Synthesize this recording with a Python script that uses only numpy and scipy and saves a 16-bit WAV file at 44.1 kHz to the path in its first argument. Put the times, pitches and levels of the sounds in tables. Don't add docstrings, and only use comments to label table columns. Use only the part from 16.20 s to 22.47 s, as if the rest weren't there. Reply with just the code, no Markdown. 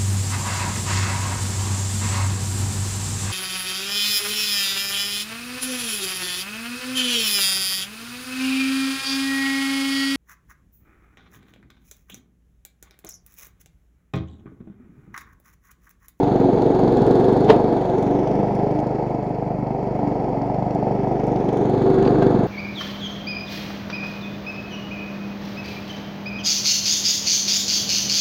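import sys
import numpy as np
from scipy import signal
from scipy.fft import rfft, irfft, next_fast_len
from scipy.io import wavfile
from scipy.ndimage import map_coordinates

SR = 44100
rng = np.random.default_rng(int(sys.argv[2]) if len(sys.argv) > 2 else 0)


def unload_audio(sound):
    columns = np.transpose(np.atleast_2d(sound))
    steps = np.round(np.clip(columns, -1, 1) * 32767)
    wavfile.write(sys.argv[1], SR, steps.astype(np.int16))


N = 276507


def amp(db):
    return 10 ** (np.asarray(db) / 20)


def unit(x):
    return x / np.sqrt(np.mean(x ** 2) + 1e-20)


def noise():
    return rng.standard_normal(N)


def curves(rows):
    times, *columns = np.transpose(rows)
    return [np.interp(np.arange(N) / SR, times, column) for column in columns]


def swell(at_s, half_length_s):
    return np.exp(-((np.arange(N) / SR - at_s) / half_length_s) ** 2)


def wobble(per_s):
    coarse = np.arange(0, N + 256, 256)
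    points = rng.standard_normal(int(N * per_s / SR) + 4)
    return np.interp(np.arange(N), coarse, map_coordinates(points, [coarse * per_s / SR]))


def filtered(x, response):
    size = 2 * next_fast_len(N // 2 + SR // 4)
    return irfft(rfft(x, size) * response(np.fft.rfftfreq(size, 1 / SR)), size)[:N]


def dulled(x, above_hz, steepness):
    return filtered(x, lambda hz: 1 / (1 + (hz / above_hz) ** steepness))


def coloured(x, points, size=8192):
    point_hz, db = np.transpose(points)
    hz = np.fft.rfftfreq(size, 1 / SR)
    gain = amp(np.interp(np.log(hz + 1), np.log(point_hz), db))
    cepstrum = irfft(np.log(gain))[:size // 2]
    cepstrum[1:] *= 2
    ring = irfft(np.exp(rfft(cepstrum, size)))
    return unit(signal.oaconvolve(x, ring)[:N])


def resonated(x, notes, size=8192):
    f = np.fft.rfftfreq(size, 1 / SR)
    response = sum((-1) ** k * amp(db) * 1j * f * width / (hz * hz - f * f + 1j * f * width)
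                   for k, (hz, width, db) in enumerate(notes))
    return unit(signal.oaconvolve(x, irfft(response))[:N])


def snapped(impulses, fade_s):
    t = np.arange(SR // 20) / SR
    return signal.fftconvolve(impulses, amp(-60 * t / fade_s))[:N]


def pulses(cycle, lead, scatter_db, jitter_s):
    at = np.flatnonzero(np.diff(np.floor(cycle + lead)))
    chance = rng.standard_normal((len(at), 2))
    at = np.clip(at + chance[:, 0] * jitter_s * SR, 0, N - 1).astype(int)
    return unit(np.bincount(at, amp(scatter_db * chance[:, 1]), N))


def throbbing(cycle, bursts, scatter_db):
    power = np.ones(N)
    for delay, half_length, db in bursts:
        nearest = np.round(cycle - delay).astype(int)
        strength = amp(db + scatter_db * rng.standard_normal(size=256))[nearest]
        power += strength ** 2 * np.exp(-((cycle - delay - nearest) / half_length) ** 2)
    return unit(np.sqrt(power) * noise())


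def tones(cycle, multiples, waver_db, drift_rad, per_s):
    return sum(np.sqrt(2) * amp(db + waver_db * wobble(per_s))
               * np.cos(2 * np.pi * round(k) * cycle + drift_rad * wobble(per_s)) for k, db in multiples)


# t/s, extra delay/ms, gain
LONGER_PATH = [(0, 0.27, 0.48), (1.5, 0.24, 0.45), (1.8, .305, 0.2), (2.05, 0.37, .62), (2.7, .4, 0.5),
               (4.7, .39, 0.6), (5.3, 0.35, 0.3), (5.55, 0.26, 0.55)]
def echoed(x):
    t = np.arange(SR // 20) / SR
    tail = rng.standard_normal(len(t)) * amp(-60 * t / 0.05)
    x = x + amp(-10) * signal.fftconvolve(x, tail / np.linalg.norm(tail))[:N]
    delay_ms, gain = curves(LONGER_PATH)
    late = map_coordinates(dulled(x, 7400, steepness=12), [np.arange(N) - delay_ms * SR / 1000])
    return unit(x + gain * late)


# t/s, firing rate/Hz
ENGINE_SPEED = [(0.0, 24.11), (0.28, 22.73), (0.5, 23.44), (0.66, 23.06), (0.78, 20.65), (0.89, 22.12),
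                (1.0, 22.7), (1.24, 26.0), (1.64, 23.01), (2.2, 25.16), (2.65, 25.28), (3.88, 24.51),
                (4.12, 22.45), (4.35, 24.39), (5.09, 24.61), (5.21, 23.79), (5.38, 23.63), (5.55, 24.63),
                (5.76, 23.84), (5.97, 25.55), (6.12, 23.93), (6.27, 22.78)]
def crankshaft():
    return .195 + np.cumsum(curves(ENGINE_SPEED)[0]) / SR


# f/Hz, level/dB
MUFFLER_COLOUR = [(30, -47.5), (80, -20.5), (100, -2.5), (122, 3.5), (150, 3.5), (200, 5), (290, -11),
                  (400, -24.5), (1200, -33), (3000, -90)]
# multiple of firing rate, level/dB
SHAFT_HUM = [(1, -30.5), (2, -15.5), (3, -21)]
BLADE_HUM = [(4, -18), (8, -15.5)]
# t/s, level/dB
EXHAUST_LOUDNESS = [(0, -23.8), (1, -22.5), (1.6, -27.5), (2.3, -26), (2.9, -28.5), (4.4, -26.5),
                    (5.2, -27), (5.9, -22)]
def exhaust(cycle):
    puffs = pulses(cycle, lead=.08, scatter_db=1.4, jitter_s=.0002)
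    surge = pulses(cycle, lead=-.11, scatter_db=1.5, jitter_s=.0003)
    rush = coloured(noise(), [(25, -28), (45, -13), (85, -16), (130, -5), (215, 0), (600, -40),
                              (1500, -110)])
    shaft = tones(cycle, SHAFT_HUM, waver_db=1.1, drift_rad=.08, per_s=3.2)
    blade = tones(cycle, BLADE_HUM, waver_db=2.5, drift_rad=.6, per_s=5)
    muffler = coloured(-puffs - amp(-7) * surge, MUFFLER_COLOUR)
    return amp(curves(EXHAUST_LOUDNESS)[0]) * (muffler + shaft + blade + amp(-9) * rush)


# delay/cycles, half length/cycles, level/dB
KNOCK_BURSTS = [(-.125, 0.013, 6), (-.01, 0.08, -3), (0.189, 0.2, 0.5)]
# f/Hz, level/dB
BLOCK_COLOUR = [(260, -38.5), (480, -6), (580, -2.5), (700, 1), (860, -3), (1000, -12.5), (1150, -26.5),
                (3000, -87.5)]
# t/s, level/dB
BLOCK_LOUDNESS = [(0, -23.5), (2.35, -25), (3.2, -30), (4.1, -26), (6.27, -27)]
def block_knock(cycle):
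    slap = pulses(cycle, lead=.125, scatter_db=3.5, jitter_s=.0005)
    knocks = throbbing(cycle, KNOCK_BURSTS, scatter_db=2) + amp(-7.5) * slap
    return amp(curves(BLOCK_LOUDNESS)[0]) * coloured(knocks, BLOCK_COLOUR)


# f/Hz, width/Hz, level/dB
BLOCK_NOTE = [(711.3, 8.8, 0)]
def block_ring(cycle, facing_db):
    ring = resonated(throbbing(cycle, KNOCK_BURSTS, scatter_db=1.5), BLOCK_NOTE)
    return amp(-32 + 0.96 * facing_db) * ring


# f/Hz, width/Hz, level/dB
DECK_NOTES = [(259.4, 125, -5.5), (355.7, 50, 1.5), (409.6, 50, 0.5), (489.7, 56.6, -2)]
# multiple of firing rate, level/dB
BLADE_DRONE = [(12, -11), (16, -12), (20, -25.5)]
# t/s, half length/s, level change/dB
ROAR_DIPS = [(0.0, 0.19, -2), (1.652, 0.044, -6), (2.314, 0.063, -4), (4.4, 0.14, -4.5)]
def deck_roar(cycle, facing_db):
    shake = pulses(cycle, lead=0.2015, scatter_db=1.5, jitter_s=0.00045)
    churn = throbbing(cycle, [(-.17, 0.11, -2.5), (.1, 0.23, -1)], scatter_db=1)
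    roar = resonated(churn + amp(-13) * shake, DECK_NOTES)
    roar = coloured(roar, [(80, -12), (200, 0), (600, -1), (1100, -17.5), (2500, -30)])
    drone = tones(cycle, BLADE_DRONE, waver_db=3, drift_rad=.6, per_s=8)
    song, power = blade_song(cycle)
    sound = (amp(-2) * roar + drone / (1 + power) + song) / np.sqrt(1 + 0.5 * power)
    dip_db = sum(db * swell(at_s, half_s) for at_s, half_s, db in ROAR_DIPS)
    return amp(-13 + dip_db + 1.194 * facing_db) * sound


# f/Hz, level/dB
RASP_COLOUR = [(700, -46), (1050, 5), (1350, -1.5), (1650, 1.5), (2300, -13), (2650, -20), (3300, -40.5),
               (6000, -65.5)]
def blade_rasp(cycle, facing_db):
    bite_db = 6 * swell(at_s=6.34, half_length_s=0.84)
    rasp = coloured(throbbing(cycle, KNOCK_BURSTS, scatter_db=1.5), RASP_COLOUR)
    return amp(-39.5 + bite_db + 1.4 * facing_db) * echoed(rasp)


# delay/cycles, half length/cycles, level/dB
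PUFF_BURSTS = [(0, 0.027, 6), (.19, 0.06, -5)]
# f/Hz, level/dB
HISS_COLOUR = [(2000, -40.5), (2700, 1.5), (4600, -1), (5300, -4), (6500, -2), (7400, -13.5), (9000, -28.5),
               (11200, -25.5), (12800, -51.5)]
def puff_hiss(cycle, facing_db):
    hiss = coloured(throbbing(cycle, PUFF_BURSTS, scatter_db=4.5), HISS_COLOUR)
    return amp(-50.5 + 0.8 * facing_db) * echoed(hiss)


# f/Hz, width/Hz, level/dB
TIN_NOTES = [(3400, 290, 5), (4400, 210, 5)]
def tin_rattle(cycle, facing_db):
    buzz = resonated(throbbing(cycle, PUFF_BURSTS, scatter_db=2.5), TIN_NOTES)
    return amp(-52.5 + 1.43 * facing_db) * echoed(unit(dulled(buzz, 4900, steepness=16)))


# f/Hz, width/Hz, level/dB
COVER_NOTES = [(1278, 80, 9.5), (1927, 245, 2.5), (2235, 170, 5), (2590, 74, 0)]
def cover_ring(cycle, facing_db):
    best_facing_db = -6.5
    level_db = -47.5 - 0.4 * np.abs(facing_db - best_facing_db)
    ring = resonated(throbbing(cycle, KNOCK_BURSTS, scatter_db=-1.5), COVER_NOTES)
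    return amp(level_db) * dulled(ring, 3000, steepness=8)


# t/s, level/dB
TICK_LOUDNESS = [(0, -70), (.86, -57.5), (1.2, -57.5), (1.45, -64), (1.85, -63), (3.1, -80), (4.9, -73),
                 (5.35, -62), (6.27, -63.5)]
# f/Hz, width/Hz, level/dB
FIN_NOTES = [(2670, 43, -2), (3100, 76, 8.5), (4230, 120, -6.5)]
def valve_ticks(cycle):
    opening = pulses(cycle, lead=.015, scatter_db=2, jitter_s=.0008)
    closing = pulses(cycle, lead=-.18, scatter_db=3, jitter_s=.0008)
    clicks = snapped(opening + amp(-8) * closing, fade_s=.016) * noise()
    bright = coloured(clicks, [(1500, -29.5), (3500, -1), (6800, 6), (8800, -1), (11300, -.5),
                               (12800, -22)])
    fins = dulled(resonated(clicks, FIN_NOTES), 6000, steepness=8)
    return amp(curves(TICK_LOUDNESS)[0]) * echoed(bright + amp(-7) * fins)


# t/s, level/dB
STALK_SNAPS = [(1.782, -55), (1.829, -46), (2.352, -48.5), (2.602, -50), (3.093, -56), (4.549, -50),
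               (5.069, -51)]
def grass(clippings_per_s=30, clippings_db=-66):
    patter = (rng.random(N) < clippings_per_s / SR) * amp(clippings_db + 3 * noise())
    times, db = np.transpose(STALK_SNAPS)
    snaps = np.bincount((times * SR).astype(int), amp(db), N)
    crisp = coloured(noise(), [(2000, -20), (5000, -1), (7000, 0), (8800, -7), (11300, -8), (13000, -32)])
    return snapped(patter + snaps, fade_s=.022) * crisp


# t/s, half length/s, multiple of firing rate, level/dB
SUNG_TONES = [(0.26, 0.045, 12, -2), (0.265, 0.051, 16, 0), (0.571, 0.042, 16, 1), (0.992, 0.033, 16, 2),
              (2.31, 0.12, 8, -8), (2.446, 0.17, 16, -1.5), (2.583, 0.043, 12, 3), (3.407, 0.041, 12, 3.5),
              (3.662, 0.028, 16, 3), (3.86, 0.061, 12, 0.5), (4.268, 0.12, 12, -2), (4.794, 0.23, 16, -3),
              (5.74, 0.23, 16, -0.5), (5.978, 0.025, 12, 2)]
def blade_song(cycle):
    sound, power = 0, 0
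    for at_s, half_s, multiple, db in SUNG_TONES:
        strength = amp(db) * swell(at_s, half_s)
        phase = 2 * np.pi * round(multiple) * cycle + 0.3 * wobble(7)
        sound += strength * np.sqrt(2) * np.sin(phase)
        power += strength ** 2
    return sound, power


# t/s, level/dB, rise/s, boom's fade by 60 dB/s, crack level/dB, ring f/Hz, ring level/dB
DEBRIS_HITS = [(1.304, -5, 0.0088, 0.078, -17.5, 437, 4), (1.2995, -8, .001, 0.035, -17.5, 873, 1),
               (1.342, -13, 0.039, 0.25, -29, 696, -3.5), (5.289, -36, 0.0016, 0.037, 0.5, 3580, -22),
               (5.853, -24, 0.0027, 0.047, -10, 4700, -24), (5.877, -21, 0.0006, 0.016, -7, 4640, -11),
               (6.023, -11, 0.0022, 0.072, -22, 1570, -17)]
# f/Hz, level/dB
BOOM_COLOUR = [(60, -18.5), (200, -12.5), (330, -4), (450, 2), (900, -2), (1150, -16.5), (2000, -28.5),
               (6000, -89.5)]
CRACK_COLOUR = [(500, -35.5), (1000, 13.5), (1700, 3.5), (4200, -1.5), (5300, -13), (6500, -16.5),
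                (11000, -33), (16000, -65.5)]
def debris_strikes():
    t = np.arange(N) / SR
    boom, crack, ring = np.zeros((3, N))
    for at_s, db, rise_s, fade_s, crack_db, ring_hz, ring_db in DEBRIS_HITS:
        near = np.abs(t - at_s) < .5
        age = t[near] - at_s
        shape = np.exp(np.minimum(age, 0) / rise_s) * amp(-60 * np.maximum(age, 0) / fade_s)
        boom[near] += amp(db) * shape
        crack[near] += amp(db + crack_db) * shape ** 0.85
        ring[near] += amp(db + ring_db) * shape ** 0.79 * np.sin(2 * np.pi * ring_hz * age)
    boom *= amp(-5) * coloured(noise(), BOOM_COLOUR)
    crack *= coloured(noise(), CRACK_COLOUR)
    return boom + crack + ring


# t/s, level/dB
FACING = [(0.0, -2), (0.3, -3), (0.7, -1.5), (0.96, 0), (1.5, -3.5), (2.45, -7.5), (2.95, -11.5),
          (3.4, -14.5), (3.85, -9.5), (4.25, -10.5), (5.0, -8.5), (5.45, -5), (5.7, -2.5), (6.02, -2),
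          (6.27, -5)]
def scene():
    cycle = crankshaft()
    facing_db, = curves(FACING)
    parts = (blade_rasp, puff_hiss, block_ring, deck_roar, tin_rattle)
    mower = sum(part(cycle, facing_db) for part in parts)
    mower += exhaust(cycle) + block_knock(cycle) + cover_ring(cycle, facing_db) + valve_ticks(cycle)
    return (mower + debris_strikes() + grass())[None]


def record(dry):
    notch_hz, top_hz = 7900, 15800
    x = filtered(dry[0], lambda hz: 1 - np.exp(-((hz - notch_hz) / 330) ** 2))
    x = dulled(x, 13300, steepness=12) + amp(-76) * noise()
    x = x / (1 + np.abs(x) ** 10) ** (1 / 10)
    return filtered(x, lambda hz: hz < top_hz)[None]


dry = scene()
out = record(dry)
unload_audio(out)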